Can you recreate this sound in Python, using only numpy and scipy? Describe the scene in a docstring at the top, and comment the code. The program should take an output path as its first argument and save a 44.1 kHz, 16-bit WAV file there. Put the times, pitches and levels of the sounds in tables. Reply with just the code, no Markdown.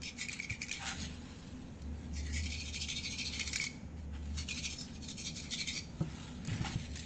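"""Brush strokes over a cat's teeth, in a small tiled bathroom, close to a phone: quick bursts of bristle flicks ring
the mouth cavity. Now and then a tuft snaps off a tooth, with a crack, a ring, bursting saliva and sometimes a spit.
Fur and sleeves rustle as filtered grains, and the restless cat bumps softly as decaying low sines with padding.
Reflections from the tiles follow; beneath lie a wavering sine hum, a faint drone and filtered room noise."""
import sys
import numpy as np
from scipy import signal
from scipy.fft import rfft, irfft, next_fast_len
from scipy.io import wavfile
from scipy.ndimage import uniform_filter1d

SR = 44100
rng = np.random.default_rng(int(sys.argv[2]) if len(sys.argv) > 2 else 0)


def put_to_file(sound):
    """Save the sound as 16-bit audio at rate SR, in the file named by the first command-line argument."""
    columns = np.atleast_2d(sound).T  # one column per channel
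    safe = np.clip(columns, -1, 1)
    whole_steps = np.round(safe * 32767)
    wavfile.write(sys.argv[1], SR, whole_steps.astype(np.int16))


N = 310905
TIME = np.arange(N) / SR


def undb(db):
    """Decibels to gain."""
    return 10 ** (np.asarray(db) / 20)


def unit(x):
    """Scale to rms 1."""
    return x / np.sqrt(np.mean(x ** 2) + 1e-18)


def add(out, start_s, x):
    """Mix x into out from start_s on."""
    first = max(int(start_s * SR), 0)
    out[first:first + len(x)] += x[:max(N - first, 0)]


def colour(x, points):
    """Shape the spectrum with a causal, minimum-phase filter through (frequency [Hz], gain [dB]) points."""
    size = next_fast_len(len(x) + 8192) // 2 * 2
    hz, db = np.transpose(points)
    bin_hz = np.arange(size // 2 + 1) * SR / size
    log_gain = np.log(undb(np.interp(np.log(bin_hz + 1), np.log(hz), db)))
    # folding the cepstrum forward in time makes the filter causal
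    cepstrum = irfft(log_gain)
    cepstrum[1:size // 2] *= 2
    cepstrum[size // 2 + 1:] = 0
    return irfft(rfft(x, size) * np.exp(rfft(cepstrum)))[:len(x)]


def resonate(x, hz, width_hz):
    """One resonance, gain 1 at its centre."""
    return signal.lfilter(*signal.iirpeak(hz, hz / width_hz, SR), x)


def cavity(x, hz, width_hz):
    """A steep-sided resonance at rms 1, from two peaks in series."""
    return unit(resonate(resonate(x, hz, width_hz), hz, 2 * width_hz))


def sine(hz, t):
    """A steady tone starting at phase 0."""
    return np.sin(2 * np.pi * hz * t)


def fade(t, t60):
    """Exponential decay, 60 dB down after t60 seconds."""
    return np.exp(-np.log(1000) * t / t60)


def walk(rate):
    """Smooth random wander at rms 1, with rate [Hz] new targets a second."""
    step = int(SR / rate)
    targets = rng.standard_normal(N // step + 2)
    path = np.interp(np.arange(N) / step, np.arange(len(targets)), targets)
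    return unit(uniform_filter1d(path, step // 2))


def flicks(per_s, spread_db):
    """Random tiny impulses of uneven size, at rms 1 together."""
    size = rng.choice([-1, 1], N) * undb(spread_db * np.clip(rng.standard_normal(N), -2, 2))
    return unit(size * (rng.random(N) < per_s / SR))


# brush strokes over the teeth: (start [s], length [s], stroke level before trims [dB],
# mouth ring relative level before trim [dB], sizzle relative level [dB],
# lowest mouth resonance before its slide [Hz], second [Hz], third [Hz])
STROKE_TABLE = [(0.035, 0.063, -45, -2, -1, 2345, 4650, 5200),
                (0.186, 0.065, -46.5, 2.5, 2.5, 2225, 4080, 6800),
                (0.302, 0.072, -51.5, -1, -4, 2160, 4030, 7600),
                (0.416, 0.042, -49, 3, 0, 2240, 4960, 5970),
                (0.497, 0.055, -51.5, 5, -4.5, 2200, 4800, 6600),
                (0.618, 0.022, -55.5, 10.5, 12.5, 2120, 3100, 6570),
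                (0.72, 0.062, -46.5, -2.5, -4, 2210, 4200, 6230),
                (2.144, 0.069, -55.5, 0.5, 5.5, 2150, 4970, 5440),
                (2.243, 0.086, -54.5, -1, -3.5, 1930, 4630, 6550),
                (2.333, 0.067, -49.0, 4.5, 5, 2180, 4520, 6870),
                (2.42, 0.077, -51, 0, 2.5, 2300, 3890, 5490), (2.506, 0.055, -47.5, 0, 2, 2380, 3550, 5360),
                (2.575, 0.062, -47.5, -3, 0, 2480, 4060, 5310),
                (2.643, 0.068, -48.5, -6, -1, 2400, 4200, 6240),
                (2.744, 0.029, -41.5, -3.5, 1.5, 2420, 3530, 6500),
                (2.807, 0.036, -36.5, -7, -2, 2650, 4620, 5300),
                (2.883, 0.049, -42, -4.5, 0.5, 2310, 3150, 6400),
                (2.958, 0.037, -41, -2.5, -0.5, 2430, 3600, 5360),
                (3.038, 0.045, -43.5, 1.5, -1, 2340, 3070, 6370),
                (3.109, 0.043, -45.5, -3.5, 2, 2440, 3550, 6230),
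                (3.183, 0.047, -41, -0.5, -1.5, 2440, 5090, 5200),
                (3.25, 0.046, -41, -7, -2.5, 2580, 3800, 5310),
                (3.322, 0.057, -45.5, -1.5, -2, 2280, 3690, 6300),
                (3.388, 0.048, -39.0, -3, -8.5, 2190, 4460, 5600),
                (3.463, 0.031, -43.5, -5, 0, 2200, 4000, 5760),
                (3.515, 0.075, -51, 1.0, 6.5, 2140, 3750, 5350),
                (3.602, 0.066, -40.5, -1, -0.5, 2216, 4800, 5500),
                (4.359, 0.07, -44.5, -11, -1.5, 2260, 4180, 6200),
                (4.49, 0.033, -40.5, -1.5, 0.5, 2520, 4070, 6300),
                (4.538, 0.068, -47.5, -2.5, 0.5, 2394, 3730, 6150),
                (4.632, 0.047, -42.5, -1.5, 3.5, 2470, 3070, 6460),
                (4.704, 0.04, -43, -11, -0.5, 2340, 4340, 6300),
                (4.771, 0.094, -56.5, -30, 8.5, 2100, 5000, 5370),
                (4.944, 0.026, -50.5, -10.5, -3, 2530, 4650, 6050),
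                (5.025, 0.027, -45, -17, -4, 2480, 4260, 6400),
                (5.078, 0.051, -48, -21, 0, 2330, 4000, 6680),
                (5.18, 0.039, -43, -10, 0.5, 2440, 4450, 6700),
                (5.246, 0.048, -42.5, -8.5, 1, 2340, 3550, 5800),
                (5.356, 0.055, -49.5, -4.5, 5, 2320, 3810, 6600),
                (5.431, 0.053, -56.5, 1, 3, 2270, 3820, 5850),
                (5.514, 0.04, -38.5, -10, -3.5, 2220, 3800, 5770),
                (5.581, 0.047, -37.5, -5.5, -7.5, 2330, 4180, 6260),
                (5.676, 0.028, -36.0, -2, -1.5, 2230, 3950, 6650),
                (5.73, 0.074, -42.5, -4.5, -3, 2336, 4900, 5800)]
# bristle scratch, spectrum: (frequency [Hz], gain [dB])
SCRATCH_SPECTRUM = [(1800, -25.5), (2080, -21.5), (2400, -12), (2800, 4), (3500, 6.5), (4500, 8),
                    (5100, -9.5), (6500, -40)]
# bristle sizzle, spectrum: (frequency [Hz], gain [dB])
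SIZZLE_SPECTRUM = [(3500, -33.5), (4700, -6.5), (5200, 0), (5800, -2.5), (6500, -2.5), (7400, -4.5),
                   (8000, -13), (8700, -25), (9500, -40.5)]
# mouth colour over time: (time [s], dull gum scrape level [dB], depth of the hollow above the mouth resonance [0-1])
MOUTH_COLOUR = [(.06, -69, 0.07), (.22, -54.5, 0), (.45, -64, 0.4), (2.2, -69.5, 0), (2.35, -66, .1),
                (2.6, -67, 0), (3.25, -64.5, 0), (3.6, -59.5, 0.8), (4.4, -58.5, 0), (4.9, -69, 0.36),
                (5.27, -64, .8), (5.75, -60.5, 0.53)]
# brush on the gums, spectrum: (frequency [Hz], gain [dB])
GUM_SPECTRUM = [(700, -19), (1200, 3.5), (1700, 2.5), (2400, -8), (4000, -43)]
LEAD_S = 0.0033  # a stroke starts bright and ends hollow: sizzle this much early, mouth ring this much late
SLIDE_PER_S = 1  # largest share per second by which the lowest resonance slides as the brush pushes the lip
HOLLOW_RATIO = 1.225  # the mouth swallows a band at this multiple of its lowest resonance


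def brushing(mouth_width_hz=270, upper_width_hz=900, hollow_width_hz=450, scratch_db=0.5, sizzle_db=-2.0,
             mouth_db=3.0, second_db=-6, third_db=-6, grit_db=-8, gums_db=0.0):
    """Strokes drag bristles over the teeth; they flick free and ring the mouth, and some catch harder and click."""
    bristles = flicks(per_s=3000, spread_db=2.0) * undb(1.94 * walk(150))
    wet = shifting(bristles, patchy_db=3.8, rate=30)
    ringing = narrow_resonances(wet)
    scratch = colour(ringing, SCRATCH_SPECTRUM)
    sizzle = colour(ringing, SIZZLE_SPECTRUM)
    grit = unit(colour(flicks(per_s=190, spread_db=1.5), CRACK_SPECTRUM))
    gums = unit(colour(bristles, GUM_SPECTRUM))
    times, gum_levels, depths = np.transpose(MOUTH_COLOUR)
    out = np.zeros(N)
    for start, length, db, ring_db, bright_db, mouth_hz, second_hz, third_hz in STROKE_TABLE:
        span = slice(max(int((start - .06) * SR), 0), int((start + length + .08) * SR))
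        t, push = TIME[span] - start, bristles[span]
        early, speed, late = (drag(t + lead, length) for lead in (LEAD_S, 0, -LEAD_S))

        low = undb(mouth_db) * cavity(push * late, mouth_hz, mouth_width_hz)
        low = slide(low, t - length / 2, SLIDE_PER_S * rng.uniform(-1, 1))
        middle = undb(scratch_db) * unit(scratch[span] * speed)
        middle += undb(second_db) * cavity(wet[span] * speed, second_hz, upper_width_hz)
        high = undb(sizzle_db) * unit(sizzle[span] * early)
        high += undb(third_db) * cavity(push * early, third_hz, upper_width_hz)

        stroke = glance(undb(ring_db) * low + middle + undb(bright_db) * high, echo_db=-6)
        stroke *= np.sqrt(np.mean(speed ** 2))
        stroke += undb(grit_db) * grit[span] * speed
        depth = np.clip(np.interp(start, times, depths), 0, 1)
        stroke -= depth * resonate(stroke, HOLLOW_RATIO * mouth_hz, hollow_width_hz)
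        # the mouth radiates little below its lowest resonance
        edge = signal.butter(12, .87 * mouth_hz, "high", fs=SR, output="sos")
        out[span] += undb(db) * signal.sosfilt(edge, stroke)
        scrape_db = gums_db + np.interp(start, times, gum_levels)
        out[span] += undb(scrape_db) * gums[span] * speed
    return out


STROKE_RISE_S, STROKE_FALL_S = 0.019, 0.049


def drag(t, length):
    """Brush speed in one stroke: it speeds up, slides, and slows to turn round."""
    rise = 1 + np.tanh(t / STROKE_RISE_S)
    fall = 1 - np.tanh(2 * (t - length) / STROKE_FALL_S)
    arch_db = -2 * np.minimum((2 * t / length - 1) ** 2, 2) - 0.6
    return rise * fall / 4 * undb(arch_db)


def shifting(x, patchy_db, rate):
    """Lips and wet bristles keep changing shape, so each narrow band swells and fades on its own."""
    edges = np.arange(900, 9500, 300)  # Hz
    out = np.zeros(N)
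    for k, pair in enumerate(zip(edges, edges[1:])):
        band = signal.sosfilt(signal.butter(2, pair, "band", fs=SR, output="sos"), x)
        out += (-1) ** k * band * undb(patchy_db * walk(rate))
    return out


def slide(x, t, per_s):
    """Move all pitches of x steadily up or down by warping time around t = 0."""
    return np.interp(t * (1 + per_s * t / 2), t, x)


# fixed narrow resonances, as close reflections colour the noise: (frequency [Hz], width [Hz], level [dB])
NARROW_MODES = [(3150, 160, -7), (3690, 110, -8), (3870, 90, -10), (4410, 130, -4), (5200, 160, -5),
                (5820, 100, -8), (6520, 150, -3)]


def narrow_resonances(x):
    """Close reflections add fixed narrow resonances."""
    return x + sum(undb(db) * resonate(x, hz, width_hz) for hz, width_hz, db in NARROW_MODES)


def glance(x, echo_db, span_s=.009):
    """Lips, fingers and brush handle throw back eight very short echoes, drawn anew each time, at equal rms."""
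    out = x.copy()
    for lag, size in rng.uniform(-1, 1, size=(8, 2)):
        delay = 1 + int(abs(lag) * span_s * SR)
        out[delay:] += undb(echo_db) * size * x[:-delay]
    return out * np.sqrt(np.mean(x ** 2) / np.mean(out ** 2))


# tufts snapping off a tooth, also setting off the saliva; the rows from 6.45 s on are ticks of the hands in fur
# and cloth, played alike: (time [s], mouth ring level before trim [dB], # crack level before trim [dB], mouth
# resonance [Hz], lower tick resonance [Hz], upper tick resonance [Hz])
SNAP_TABLE = [(0.019, -49, -46.5, 2390, 4740, 5640), (0.033, -48, -44, 2570, 4400, 5160),
              (.286, -24.5, -44.5, 2410, 4740, 7100), (.295, -22.5, -54, 2370, 4530, 6400),
              (.318, -38.5, -48, 2290, 3400, 6100), (.329, -34, -40.5, 2220, 3950, 7800),
              (0.391, -33, -49.5, 2290, 4500, 7400), (0.4, -19, -47, 2260, 4450, 6670),
              (0.499, -22.5, -49.5, 2345, 4370, 6760), (0.505, -22.5, -46.5, 2336, 4300, 6800),
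              (0.618, -21.5, -39.5, 2360, 4500, 6050), (.636, -30, -50, 2330, 2950, 6540),
              (.644, -41, -60, 2280, 3970, 5030), (0.666, -42, -54.5, 2320, 4000, 7200),
              (0.684, -34, -46.5, 2330, 4750, 6330), (0.694, -30, -45.5, 2440, 3560, 5800),
              (.714, -21, -37, 2400, 3040, 4440), (0.726, -37, -40, 2390, 3580, 6500),
              (1.819, -64, -57.5, 1920, 4280, 7200), (2.331, -43, -50, 1950, 3000, 6850),
              (2.369, -35, -48, 2150, 3300, 6800), (2.744, -40, -42.5, 2310, 3480, 5440),
              (2.887, -30.5, -43, 2300, 3140, 6600), (3.396, -27, -34.5, 2140, 4400, 5650),
              (3.411, -27, -44.5, 2260, 3670, 6300), (3.476, -36, -38, 2390, 4040, 5740),
              (3.532, -32, -35, 2270, 4220, 5870), (3.559, -18, -31.5, 2300, 3700, 6700),
              (3.6, -17.5, -47, 2290, 4400, 7600), (3.641, -29, -36.5, 2420, 5320, 7250),
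              (4.488, -26, -42.5, 2890, 4170, 6300), (4.811, -51, -43.5, 2430, 4300, 6300),
              (5.086, -41, -43.5, 2430, 3960, 6660), (5.373, -45, -49, 2330, 3600, 6500),
              (5.52, -41, -41, 2250, 5900, 6860), (5.537, -32.5, -41.5, 2270, 3850, 5000),
              (5.614, -29, -44, 2310, 4200, 6400), (5.674, -31, -39.5, 2260, 3170, 6400),
              (6.45, -53, -49.5, 2410, 4860, 7640), (6.474, -50, -44.5, 2490, 4540, 7000),
              (6.531, -37, -57, 2040, 3100, 6700), (6.654, -55, -48, 2640, 3840, 6600),
              (6.958, -42, -44, 2580, 3650, 6800), (6.972, -36.5, -47, 1850, 3420, 6940),
              (6.994, -41, -45.5, 1950, 3500, 7300)]
# tuft crack, also the grit in the strokes, spectrum: (frequency [Hz], gain [dB])
CRACK_SPECTRUM = [(600, -16.5), (1400, -3), (2200, 3), (3000, -13), (4200, -0.5), (7200, 3.5), (8400, -13),
                  (11000, -26.5)]
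# time constants of a tuft that bends, lets go and slips off
BEND_S, RELEASE_S, SLIP_S = 0.005, 0.0006, 0.0026


def snaps(ring_t60=0.015, ring_db=3.5, crack_db=-1, attack_s=0.001212, tuft_db=-2, tuft_t60=0.012,
          drag_db=-18, after_db=-15, after_t60=0.073):
    """A bent tuft drags, then slips off a tooth, or a hand catches on cloth: crack, two ticking tones, mouth
    ring and faint brush after-ring."""
    out, t = np.zeros(N), TIME[:SR // 10]
    onset = (1 - np.exp(-t / attack_s)) ** 2
    sharp = 1 - np.exp(-t / RELEASE_S)
    lead = t[:SR // 50]
    bend = np.exp((lead - lead[-1]) / BEND_S)
    for s, mouth_db, tick_db, hz, low_hz, high_hz in SNAP_TABLE:
        burst = rng.standard_normal(len(t)) * np.exp(-t / SLIP_S)
        tuft = (sine(low_hz, t) + sine(high_hz, t)) * fade(t, tuft_t60)
        crack = unit(colour(glance(narrow_resonances(burst * sharp), echo_db=-3, span_s=.002), CRACK_SPECTRUM))
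        crack += undb(tuft_db) * unit(tuft * sharp)
        crack /= np.sqrt(np.mean(crack[:SR // 200] ** 2))  # rms 1 over the first 5 ms
        after = sum(sine(f, t) for f in rng.uniform(2800, 7800, size=5))
        after = after * fade(t, after_t60) * onset / 2
        ring = sine(hz, t) * fade(t, ring_t60) * onset
        add(out, s - attack_s, undb(mouth_db + ring_db) * ring)
        add(out, s - RELEASE_S, undb(tick_db + crack_db) * (crack + undb(after_db) * after))
        # the scrape grows while the tuft bends, up to the snap
        rasp = rng.standard_normal(len(lead))
        scrape = undb(mouth_db) * cavity(rasp, hz, 570) / 2
        scrape += undb(tick_db) * cavity(rasp, low_hz, 3000)
        add(out, s - lead[-1], undb(drag_db) * scrape * bend)
    return out


def saliva(crackle_db=-1, spread_db=3, scatter_s=0.018, glide=0.025):
    """After each snap or tick, six tiny films of saliva burst: short ticks that rise in pitch."""
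    out, t = np.zeros(N), TIME[:SR // 40]
    ring_t60 = .016
    shape = fade(t, ring_t60) * (1 - np.exp(-t / .0003))
    for s, _, tick_db, *_ in SNAP_TABLE:
        for lag, size, pitch in rng.standard_normal(size=(6, 3)):
            start_hz = 5000 + 2700 * np.tanh(pitch)
            ping = shape * sine(start_hz, t * (1 + glide * t / ring_t60))
            level_db = tick_db + crackle_db + spread_db * np.clip(size, -2, 1)
            add(out, s + scatter_s * abs(lag), ping * undb(level_db))
    return out


# thin spits on the sharpest snaps: (time [s], level before the high-pass [dB])
SPIT_TABLE = [(0.284, -22), (.731, -26.5), (1.82, -42), (3.557, -22), (3.564, -17), (4.811, -28)]


def spits(die_s=0.0018):
    """The sharpest snaps spit a thin tick: a dying noise burst at the very top of the treble."""
    out, t = np.zeros(N), TIME[:SR // 40]
    top = signal.butter(8, 9500, "high", fs=SR, output="sos")
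    for s, db in SPIT_TABLE:
        burst = rng.standard_normal(len(t)) * np.exp(-t / die_s)
        add(out, s, undb(db) * signal.sosfilt(top, burst))
    return out


# moves of the hands over fur and sleeves: (peak time [s], swell scale [s], die-away scale [s],
# swish level before trim [dB], rub level before trim [dB], resonance of the cupped hand [Hz])
RUSTLE_TABLE = [(.835, 0.014, 0.021, -61, -46.5, 854), (0.885, 0.037, 0.034, -40.5, -44.5, 1430),
                (1.025, 0.046, 0.041, -45.5, -57, 2300), (1.241, 0.4, 0.39, -59.5, -66, 1205),
                (2.03, .09, 0.15, -65.5, -72.5, 2000), (3.99, 0.017, 0.032, -64, -76, 1500),
                (4.156, 0.023, 0.026, -62.5, -61.5, 1330), (4.25, 0.042, 0.27, -63, -71.5, 1980),
                (4.88, 0.019, 0.038, -57, -85, 1480), (6.23, .2, 0.12, -56, -61, 1144),
                (6.545, 0.052, 0.075, -51.5, -52.5, 1910), (6.654, 0.0096, 0.023, -53, -44, 890),
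                (6.685, 0.031, 0.035, -47, -54.5, 1700), (6.715, 0.016, 0.032, -49, -54, 880),
                (6.819, 0.061, 0.053, -52, -68.5, 1500), (7., 0.071, 0.042, -50.5, -66, 1900)]
# hairs swishing, spectrum: (frequency [Hz], gain [dB])
SWISH_SPECTRUM = [(1000, -21.5), (1900, -2.5), (2700, 0), (4200, 0.5), (5000, -5.5), (6800, -2.5),
                  (7600, -5), (8600, -23.5), (9500, -37)]
# cloth rubbing, spectrum: (frequency [Hz], gain [dB])
RUB_SPECTRUM = [(300, -14.5), (550, -11.5), (830, 2.5), (1100, -6), (1450, -2), (1900, -3), (3000, -2),
                (6000, -28)]


def rustle(swish_db=-1, rub_db=1.5, hollow_db=-1, hollow_share=0.4, crinkle_db=-6):
    """Hands shift their grip: hairs swish, cloth rubs and crinkles in the hollow of the hand; each move swells and dies."""
    hairs = shifting(flicks(per_s=3000, spread_db=4), patchy_db=3.5, rate=35)
    swish = unit(colour(hairs, SWISH_SPECTRUM))
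    crinkle = undb(crinkle_db) * flicks(per_s=130, spread_db=-0.5)
    cloth = unit(colour(flicks(per_s=2000, spread_db=2.5) + crinkle, RUB_SPECTRUM))
    swish_power, rub = np.zeros(N), np.zeros(N)
    for s, swell_s, die_s, high_db, low_db, hollow_hz in RUSTLE_TABLE:
        distance = np.maximum((s - TIME) / swell_s, (TIME - s) / die_s)
        move = 1 / np.cosh(np.minimum(1.17 * distance, 20))
        swish_power += (move * undb(swish_db + high_db)) ** 2
        grain = np.roll(cloth, rng.integers(N))  # each move gets another stretch of cloth
        grain = grain + undb(hollow_db) * unit(resonate(grain, hollow_hz, hollow_share * hollow_hz))
        rub += move * undb(rub_db + low_db) * unit(glance(grain, echo_db=-8))
    return (swish * np.sqrt(swish_power) + rub) * undb(1.4 * walk(50))


# soft bumps of the cat: (time [s], thud peak level [dB], pitch [Hz], t60 [s], knock and pad level relative to thud [dB])
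BUMP_TABLE = [(0.506, -35.5, 108, 0.093, -16), (6.006, -27, 156, 0.13, -8.5),
              (6.477, -32, 150.7, 0.19, -16), (6.512, -30, 104, 0.16, -18), (6.608, -27.5, 131, 0.041, -15),
              (6.757, -24.5, 137, 0.028, -25)]
# modes of the knock: (frequency [Hz], t60 [s], level before halving [dB])
KNOCK_MODES = [(310, 0.17, 4.5), (368, 0.23, -3), (544, 0.058, 1.5), (720, .045, 3), (910, .08, -4.5),
               (1287, 0.055, 1)]
# cloth that pads a bump, spectrum: (frequency [Hz], gain [dB])
PAD_SPECTRUM = [(150, -1), (600, -2), (1400, -10.5), (2200, -33)]


def bumps(attack_s=0.0031, knock_attack_s=0.003, pad_db=-5, pad_t60=0.09):
    """Padded blows: a low thud that builds over milliseconds, with a faint, dull knock and a puff of crushed cloth."""
    out, t = np.zeros(N), TIME[:SR // 2]
    knock = np.zeros(len(t))
    for hz, t60, db in KNOCK_MODES:
        phase = rng.uniform(0, 2 * np.pi)
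        knock += undb(db) * np.sin(2 * np.pi * hz * t + phase) * fade(t, t60) / 2
    for s, db, hz, t60, knock_db in BUMP_TABLE:
        swell = fade(t, t60) * (1 - np.exp(-t / attack_s))
        thud = -sine(hz, t) * swell / swell.max()
        puff = unit(colour(rng.standard_normal(len(t)), PAD_SPECTRUM))
        pad = undb(pad_db) * puff * fade(t, pad_t60)
        touch = (knock + pad) * (1 - np.exp(-t / knock_attack_s))
        add(out, s, undb(db) * (thud + undb(knock_db) * touch))
    return out


def bathroom(x, tail_db=-13, early_db=-13, early_t60=0.084):
    """Close tiled walls: sparse quick reflections and a longer, bright tail, as decaying noise convolved with x."""
    t = TIME[:SR * 3 // 4]
    sparse = rng.random(len(t)) < .02
    early = rng.standard_normal(len(t)) * sparse * fade(t, early_t60) * (t > .002)
    tail = rng.standard_normal(len(t)) * fade(t, t60=.52) * (t > .008)
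    response = (undb(early_db) * unit(early) + undb(tail_db) * unit(tail)) / np.sqrt(len(t))
    return x + signal.fftconvolve(x, response)[:N]


# low hum: (time [s], level before trim and waver [dB])
HUM_LEVEL = [(0, -49), (.33, -81), (.53, -49.5), (0.749, -64), (1.02, -44.5), (1.65, -66), (1.838, -43),
             (2.351, -37.5), (2.75, -39.5), (2.9, -49.5), (3.48, -47), (3.6, -62), (4.05, -45),
             (4.38, -40.5), (4.6, -52), (5.25, -58), (6.4, -54), (6.58, -48.5), (7.05, -43.5)]
# low room rumble: (time [s], level before trim [dB])
RUMBLE_LEVEL = [(.85, -53.5), (1.0, -47), (1.22, -51.5), (2.1, -49), (3.0, -51), (6.4, -49.5), (6.6, -45),
                (7.05, -50)]
# room rumble, spectrum: (frequency [Hz], gain [dB])
RUMBLE_SPECTRUM = [(20, -7), (45, -9.5), (62, -0.5), (85, 1), (110, -3), (155, 0.5), (200, -1.5), (250, 0),
                   (310, -12.5), (420, -16), (700, -22), (1500, -52.5)]
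# room hiss, spectrum: (frequency [Hz], gain [dB])
AIR_SPECTRUM = [(150, -27.5), (500, 11), (640, -6), (820, 8.5), (1050, 1), (1600, 1), (2500, -4),
                (4500, -14.5), (7000, -7.5), (8500, -52)]
HUM_HZ = 74.96  # centre of the wavering pitch


def background(hum_db=-2.0, rumble_db=2.0, air_db=-64, drone_db=-61, drone_hz=243):
    """A hum wavering in pitch and level and a faint drone of narrow noise, over dull rumble and a trace of hiss."""
    phase = 2 * np.pi * np.cumsum(HUM_HZ * (1 + 0.02894 * walk(12))) / SR
    hum_level = np.interp(TIME, *np.transpose(HUM_LEVEL)) + hum_db + 2.1 * walk(15)
    hum = np.sqrt(2) * np.sin(phase) * undb(hum_level)
    drone = undb(drone_db) * cavity(rng.standard_normal(N), drone_hz, 17.3)
    rumble_level = np.interp(TIME, *np.transpose(RUMBLE_LEVEL)) + rumble_db
    rumble = unit(colour(rng.standard_normal(N), RUMBLE_SPECTRUM)) * undb(rumble_level)
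    air = unit(colour(rng.standard_normal(N), AIR_SPECTRUM)) * undb(air_db + 1.2 * walk(4.1))
    return hum + drone + rumble + air


def scene():
    """Brush, cat and hands ring the room; spits and background stay without reflections."""
    close = brushing() + snaps() + saliva() + rustle() + bumps()
    return (bathroom(close) + spits() + background())[None]


TREBLE_HZ, TOP_HZ = 8650, 15800


def record(dry):
    """The phone drops the treble steeply by some 30 dB above TREBLE_HZ and cuts off at TOP_HZ."""
    dull = signal.sosfilt(signal.ellip(8, .2, 30, TREBLE_HZ, fs=SR, output="sos"), dry)
    return signal.sosfilt(signal.ellip(10, .2, 70, TOP_HZ, fs=SR, output="sos"), dull)


dry = scene()
out = record(dry)
put_to_file(out)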